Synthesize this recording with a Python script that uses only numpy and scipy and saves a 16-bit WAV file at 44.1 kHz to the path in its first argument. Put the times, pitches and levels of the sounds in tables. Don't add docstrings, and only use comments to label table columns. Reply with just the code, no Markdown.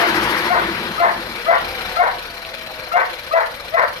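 import sys
import numpy as np
from scipy import signal
from scipy.io import wavfile
from scipy.ndimage import uniform_filter1d

SR = 44100
rng = np.random.default_rng(int(sys.argv[2]) if len(sys.argv) > 2 else 0)


def persist_wave(psi):
    counts = np.round(np.clip(psi, -1, 1) * 32767).astype(np.int16)
    wavfile.write(sys.argv[1], SR, np.atleast_2d(counts).T)


N = 176400


def amp(db):
    return 10 ** (np.asarray(db) / 20)


def unit(x):
    return x / np.sqrt(np.mean(x ** 2) + 1e-20)


def soft_step(x, width):
    return 1 / (1 + np.exp(-x / width))


def read(points, hz):
    f, value = np.transpose(points)
    return np.interp(np.log(hz + 1), np.log(f + 1), value)


def curve(table, column):
    rows = np.array(table)
    return np.interp(np.arange(N) / SR, rows[:, 0], rows[:, column])


def ring(x, modes):
    return sum(amp(db) * signal.lfilter(*signal.iirpeak(hz, hz / width, SR), x) for hz, width, db in modes)


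def band_filter(order, hz, kind):
    return signal.butter(order, hz, kind, fs=SR, output="sos")


# (frequency [Hz], likeness [0-1])
LIKENESS = [(60, 1), (290, 0.98), (630, 0.96), (1300, 0.96), (2300, 0.29), (4500, 0.26), (14500, 0.094)]
# (frequency [Hz], left minus right [dB])
BALANCE = [(60, 4), (120, 0), (240, 3), (470, 2.5), (930, 2.5), (1850, 13.5), (3680, 2.5), (7300, -3.5),
           (14500, 3)]
ENGINE_LAG_S = 0.00018


def noise(shape, patch_db=2):
    frames, hz = N // 256 + 5, np.fft.rfftfreq(1024, 1 / SR)
    a, b, c, d, patch = rng.standard_normal((frames, 513, 5)).T
    patch = uniform_filter1d(patch, size=10, axis=0)
    patch = unit(uniform_filter1d(patch, size=10, axis=1))
    same = np.clip(read(LIKENESS, hz), -1, 1)[:, None]
    left, other = a + 1j * b, c + 1j * d
    delay = np.exp(-2j * np.pi * hz * ENGINE_LAG_S)[:, None]
    right = same * left * delay + np.sqrt(1 - same ** 2) * other
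    balance_db = np.multiply.outer([.5, -.5], read(BALANCE, hz))[..., None]
    z = np.array([left, right]) * amp(read(shape, hz)[:, None] + patch_db * patch + balance_db)
    return unit(signal.istft(z, nperseg=1024, noverlap=768)[1][:, :N])


# (time [s], speed [cycles per s])
SPEED = [(0, 13.807), (0.26, 13.502), (0.5, 13.074), (0.77, 12.457), (1, 11.729), (1.29, 10.831),
         (1.65, 9.878), (2.03, 8.989), (2.58, 8.096), (2.99, 7.516), (3.4, 7.272), (4, 7.06)]


def engine():
    t, cycles = np.arange(N) / SR, np.cumsum(curve(SPEED, column=1)) / SR
    return (roar(cycles) + clatter_and_ticks(t, cycles) + intake_hiss(t, cycles) + hum_and_whine(cycles)
            + exhaust_pops(t) + loose_click())


# (time [s], rumble level [dB], roar level [dB], firing hum level [dB])
ENGINE_LEVELS = [(0, -27, -15, -65), (.12, -31, -18, -46), (.25, -28, -18, -36.5), (.45, -32.5, -20.5, -58),
                 (.55, -33.5, -25, -40), (.79, -30.5, -25, -48.5), (.97, -34.5, -28.5, -49),
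                 (1.25, -36, -33, -44.5), (1.45, -44.5, -31, -52), (1.65, -38.5, -32, -41),
                 (1.9, -45.5, -31, -41), (2.05, -46.5, -32, -44), (2.4, -50, -40, -49.5),
                 (3, -52.5, -38, -51.5), (4, -54.5, -42.5, -49)]
# (frequency [Hz], level [dB])
ROAR_COLOUR = [(15, -61), (25, -54), (60, -40), (100, -14.5), (230, -4), (270, -27), (344, -5.5),
               (654, -9.5), (1420, -0.5), (4370, -15), (7460, -39), (12700, -32), (15000, -54)]
# (frequency [Hz], width [Hz], relative level [dB])
ROAR_BOOM = [(332, 35, -4), (235.6, 26, -9.5), (1520, 42, -18.5), (905, 140, -9.5)]
THROB_DB, SPLIT_HZ = 0.5, 450
BOOM_LUMP_DB, BOOM_AT = 1.5, 0.48


def roar(cycles):
    source = noise(ROAR_COLOUR)
    lump = amp(BOOM_LUMP_DB * np.cos(2 * np.pi * (cycles - BOOM_AT)))
    boom = 3 * lump * ring(source, ROAR_BOOM)
    full = amp(THROB_DB * np.cos(8 * np.pi * cycles)) * (source + boom)
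    low = signal.sosfiltfilt(band_filter(3, SPLIT_HZ, "low"), full)
    rumble = amp(curve(ENGINE_LEVELS, column=1)) * unit(low)
    return rumble + amp(curve(ENGINE_LEVELS, column=2)) * unit(full - low)


TICK_HOLD_S, TICK_SPREAD_DB = 0.013, 1.2


def bursts(turns, db, decay_s):
    new_turn = np.diff(np.floor(turns), prepend=np.floor(turns[0]))
    hit = new_turn * amp(db + TICK_SPREAD_DB * rng.standard_normal(N))
    hold = 1. * (np.arange(SR // 20) < TICK_HOLD_S * SR)
    held = hit + signal.oaconvolve(hit, hold)[:N] / (decay_s * SR)
    decaying = signal.lfilter([1], [1, -np.exp(-1 / (decay_s * SR))], held)
    return uniform_filter1d(decaying, size=40)


# (frequency [Hz], width [Hz], relative level [dB])
INJECTOR_RING = [(2354, 87, 4), (4125, 130, 0), (3400, 130, -16.5), (4740, 82, -15.5)]
# (frequency [Hz], relative level [dB])
TICK_NOTES = [(2330, -3), (4140, 0)]
PING_DRIFT = .06


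def injector_ticks(t, strokes, flat):
    rattle = ring(strokes * noise(flat, patch_db=-3.0), INJECTOR_RING)
    drift = PING_DRIFT * np.cumsum(rng.standard_normal((2, N)), axis=1)
    notes = sum(amp(db) * np.sin(2 * np.pi * hz * t + drift) for hz, db in TICK_NOTES)
    return unit(rattle) + unit(strokes) * notes


# (lag [cycles], relative level [dB], frequency [Hz], width of each filter [Hz])
PUMP = [(-0.027, -1.5, 5250, 950), (-0.062, -8.5, 12800, 3700)]
PUMP_S = .004


def pump_ticks(cycles, flat):
    white, total = noise(flat, patch_db=1), 0
    for lag, db, hz, width in PUMP:
        burst = bursts(3 * (cycles - lag), db, PUMP_S) * white
        total = total + ring(ring(burst, [(hz, width, 0)]), [(hz, width, 0)])
    return total


# (frequency [Hz], level [dB])
CLATTER_COLOUR = [(15, -40), (25, -7.5), (196, -16), (335, -17), (393, -29.5), (500, 2), (572, -12),
                  (636, -5.5), (690, -8), (1460, -11), (2060, -11.5), (4140, -9.5), (7260, -32),
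                  (11800, -23), (15000, -41.5)]
# (frequency [Hz], width [Hz], relative level [dB])
CASING = [(511, 15, -19.5), (1340, 24, -31), (1500, 15, -7), (2330, 57, -10), (4060, 66, -15)]
# (place in the cycle [0-1], relative level [dB])
INJECTOR_TICKS = [(0.91, 2.5), (.27, -3), (.19, -9), (0.5, 2.5)]
# (time [s], level [dB])
CLATTER_LEVEL = [(0, -35), (.25, -34), (.47, -31.5), (.52, -34), (.95, -35), (1.1, -35.5), (1.4, -37),
                 (1.62, -35.5), (1.95, -34), (2.03, -38.5), (2.3, -39.5), (2.9, -40), (3.2, -39),
                 (3.6, -40), (4, -39.5)]
CLATTER_DB, INJECT_DB = 6.5, 1
INJECT_S, INJECT_SHAKE = 0.0032, 0.61
TICKS_FROM_S, TICKS_FADE_S = 1.3, 0.93


def clatter_and_ticks(t, cycles):
    flat = [(20, 0), (20000, 0)]
    showing = soft_step(t - TICKS_FROM_S, TICKS_FADE_S)
    strokes = sum(bursts(cycles - at, db, INJECT_S) for at, db in INJECTOR_TICKS)
    clatter = unit(noise(CLATTER_COLOUR) * (1 + INJECT_SHAKE * showing * strokes))
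    clatter = amp(CLATTER_DB) * (clatter + 3 * ring(clatter, CASING))
    injectors = amp(INJECT_DB) * unit(injector_ticks(t, strokes, flat))
    ticks = (injectors + 4 * pump_ticks(cycles, flat)) * showing
    return amp(curve(CLATTER_LEVEL, column=1)) * (clatter + ticks)


# (frequency [Hz], level [dB])
PUFF_COLOUR = [(1760, -33), (3000, -11), (4640, 9), (7430, -8.5), (12700, 0), (15000, -42)]
PUFF_DB, PUFF_DEPTH_DB = -35.5, 6
PUFF_AT, PUFF_END_S = 0.24, 0.49


def intake_hiss(t, cycles):
    level_db = PUFF_DB + PUFF_DEPTH_DB * np.cos(2 * np.pi * (cycles - PUFF_AT))
    return amp(level_db) * soft_step(t - PUFF_END_S, -0.071) * noise(PUFF_COLOUR)


# (time [s], level [dB])
WHINE_LEVEL = [(0, -60), (1.45, -52), (1.65, -39), (1.9, -40), (2.2, -47), (2.5, -42), (2.75, -41),
               (2.95, -42), (3.3, -48), (4, -50)]
WHINE_ORDER, HUM_SECOND_DB = 80, -5


def hum_and_whine(cycles):
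    hum = np.sin(8 * np.pi * cycles) + amp(HUM_SECOND_DB) * np.sin(16 * np.pi * cycles)
    whine = np.sin(2 * np.pi * WHINE_ORDER * cycles)
    hum = amp(curve(ENGINE_LEVELS, column=3)) * hum
    return np.sqrt(2) * (amp(curve(WHINE_LEVEL, column=1)) * whine + hum)


# (time [s], level [dB])
POPS = [(0.072, -16.5), (0.096, -20), (0.149, -18), (0.175, -16), (0.223, -18), (0.306, -32), (0.361, -21),
        (0.402, -22), (0.462, -19), (0.581, -29), (0.684, -20.5), (0.874, -32)]
POP_HZ, POP_RISE_S, POP_FALL_S = 336.6, 0.0163, 0.009


def exhaust_pops(t):
    out = np.zeros(N)
    for (middle_s, db), (bend, phase) in zip(POPS, rng.standard_normal((len(POPS), 2))):
        u = np.maximum(t - middle_s + POP_RISE_S / 2, 0)
        rise = np.sin(np.pi / 2 * np.minimum(u / POP_RISE_S, 1)) ** 2
        fall = np.exp(-np.maximum(u - POP_RISE_S, 0) / POP_FALL_S)
        out += amp(db) * rise * fall * np.sin(2 * np.pi * POP_HZ * (1 + 0.032 * bend) * u + phase)
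    return out


# (frequency [Hz], width of each filter [Hz], gain of each filter [dB])
CLICK_RING = [(2500, 650, 0), (3300, 700, -5)]
CLICK_S, CLICK_DB = 2.4506, 9


def loose_click():
    impulse = amp(CLICK_DB) * (np.arange(N) == round(CLICK_S * SR))
    return ring(ring(impulse, CLICK_RING), CLICK_RING)


# (frequency [Hz], width [Hz], relative level [dB])
THROAT = [(538, 46, -6.5), (686, 73, 3), (898, 104, 0), (992, 110, 3), (1200, 110, -4.5), (1440, 135, -4),
          (1755, 115, -2.5), (2017, 51, -9.5)]
THROAT_SPREAD = .03
SLAPS_PER_S, SLAP_SPREAD_DB, SLAP_SHARE = 600, 3.5, .5
RASP_RISE_S, RASP_SAG_DB, GRIT_DB = .022, -11, 2.8


def rasp_sound(t, rasp_db, from_s, end_s):
    grit, hiss = rng.standard_normal((2, len(t)))
    slaps = amp(SLAP_SPREAD_DB * hiss) * (rng.random(len(t)) < SLAPS_PER_S / SR)
    gate = amp(GRIT_DB * unit(uniform_filter1d(grit, size=160)))
    shifts = rng.standard_normal((len(THROAT), 2))
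    throat = [(hz * (1 + THROAT_SPREAD * z), width, db + 1.4 * v)
              for (hz, width, db), (z, v) in zip(THROAT, shifts)]
    folds = (1 - SLAP_SHARE) * unit(gate * hiss) - SLAP_SHARE * unit(slaps)
    rasp = unit(signal.sosfilt(band_filter(7, [430, 2250], "band"), ring(folds, throat)))
    shape = np.clip((t - from_s) / RASP_RISE_S, 0, 1) * soft_step(t - end_s, -.005)
    sag = np.clip((t - from_s - RASP_RISE_S) / end_s, 0, 1)
    return rasp * shape * amp(rasp_db + RASP_SAG_DB * sag)


def slow_wobble(count):
    chance = uniform_filter1d(rng.standard_normal(count), size=170)
    return unit(uniform_filter1d(chance, size=170))


UPPER_PARTIALS_DB = [-16.5, -13.5]
# (multiple of the pitch, relative level [dB])
HALVES = [(1.5, 0), (2.5, -9)]
# (start [s], top pitch [Hz], swell time [s], yelp end [s],
# yelp level [dB], growth: level early in the yelp against its end [dB], half-pitch level [dB],
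# squeak level [dB], fourth partial level [dB], rasp level [dB], rasp start [s], rasp end [s])
BARKS = [(-.02, 696, 0.021, 0.066, -18, -7.5, -35, -36, -48, -20.5, 0.037, 0.13),
         (0.481, 723, 0.023, 0.056, -13.5, -4, -14, -29, -43, -13.5, 0.05, 0.14),
         (0.976, 695, 0.027, .082, -12, -7, -17.5, -22, -38, -13, 0.043, 0.14),
         (1.46, 681.6, 0.023, 0.059, -9, -5, -18, -23, -43, -12, 0.038, 0.12),
         (1.962, 720, 0.032, 0.065, -9, -1.5, -16, -21, -40, -15, 0.053, .14),
         (2.913, 709.7, 0.026, 0.0664, -12, -6.5, -21, -23, -35, -12.5, 0.038, 0.13),
         (3.309, 664.4, 0.027, 0.08, -10, -4.5, -19, -21.5, -34.5, -15.5, .045, .14),
         (3.717, 672, 0.023, 0.045, -12, -5, -19, -42, -47, -11.5, 0.043, 0.14)]
SCOOP, SCOOP_S = .18, .013
WOBBLE_DB, WOBBLE_PITCH = 2, .014
SQUEAK_S, SQUEAK_RISE_S = .026, .007
HALVES_FROM_S, FOURTH_AT_S, FOURTH_S = .045, .03, .014


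def bark(start, top_hz, swell_s, yelp_s, yelp_db, growth_db, half_db, squeak_db, fourth_db, rasp_db,
         rasp_from_s, rasp_end_s):
    t = np.arange(0, .25, 1 / SR)
    pitch_change = WOBBLE_PITCH * slow_wobble(len(t)) - SCOOP * np.exp(-t / SCOOP_S)
    turns = np.cumsum(top_hz * (1 + pitch_change)) / SR

    def partial(k):
        return np.sin(2 * np.pi * k * turns)

    hold = soft_step(t - yelp_s, -.0025)
    growth = growth_db * np.clip((yelp_s - t) / (yelp_s - swell_s), 0, 1)
    onset = np.minimum(t / SQUEAK_RISE_S, 1)
    swell = amp(yelp_db + WOBBLE_DB * slow_wobble(len(t)) + growth) * hold
    swell *= amp(-18) * onset + soft_step(t - swell_s, 0.002)
    upper = sum(amp(db) * partial(k) for k, db in enumerate(UPPER_PARTIALS_DB, start=2))
    yelp = swell * (partial(1) + upper)
    halves = sum(amp(db) * partial(k) for k, db in HALVES)
    halves = amp(half_db) * hold * soft_step(t - HALVES_FROM_S, 0.0029) * halves
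    squeak = amp(squeak_db) * onset * np.exp(-(t / SQUEAK_S) ** 2) * partial(2)
    fourth = amp(fourth_db) * np.exp(-((t - FOURTH_AT_S) / FOURTH_S) ** 2) * partial(4)
    rasp = rasp_sound(t, rasp_db, rasp_from_s, rasp_end_s)
    out = np.zeros(N + 2 * SR)
    at = round((start + 1) * SR)
    out[at:at + len(t)] = np.sqrt(2) * (yelp + squeak + fourth + halves) + rasp
    return out


# (frequency [Hz], width [Hz], level [dB])
FACING = [(1530, 420, -2)]
DOG_PAN_DB, DOG_LAG = 5.5, 14


def dog_at_microphones():
    dog = sum(bark(*row) for row in BARKS)
    left = np.roll(dog + ring(dog, FACING), DOG_LAG)
    return np.array([left, dog]) * amp([[DOG_PAN_DB / 2], [-DOG_PAN_DB / 2]])


YARD_GAP_S, YARD_T60_S = 0.013, .33


def yard(x):
    t = np.arange(SR // 2) / SR
    signs = rng.choice([-1., 1.], (2, len(t)))
    present = rng.random((2, len(t))) < .03
    taps = signs * present * (t > YARD_GAP_S) * amp(-60 * t / YARD_T60_S)
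    taps /= np.linalg.norm(taps, axis=1, keepdims=True)
    return signal.fftconvolve(x[None], taps, axes=1)


YARD_DB = -9


def scene():
    direct = dog_at_microphones()
    inside = slice(SR, SR + N)
    return engine() + direct[:, inside] + amp(YARD_DB) * yard(direct[0])[:, inside]


DUCK_FROM_DB, DUCK_SHARE, RECOVER_DB_PER_S = -14.5, 0.38, 56
CEILING, MIC_LOW_HZ, EDGE_HZ = 1.2, 36, 15000


def record(dry):
    power_db = 10 * np.log10(abs(uniform_filter1d((dry ** 2).mean(0), size=600)) + 1e-12)
    fall = np.arange(N) * RECOVER_DB_PER_S / SR
    held_db = np.maximum.accumulate(power_db + fall) - fall
    over_db = np.maximum(held_db - DUCK_FROM_DB, 0)
    ducked = dry / amp(DUCK_SHARE * uniform_filter1d(over_db, size=300))
    rounded = CEILING * np.tanh(ducked / CEILING)
    trimmed = signal.sosfilt(band_filter(2, MIC_LOW_HZ, "high"), rounded)
    treble_cut = signal.firwin(511, EDGE_HZ, window=("kaiser", 9), fs=SR)
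    return signal.oaconvolve(trimmed, treble_cut[None], "same")


dry = scene()
out = record(dry)
persist_wave(out)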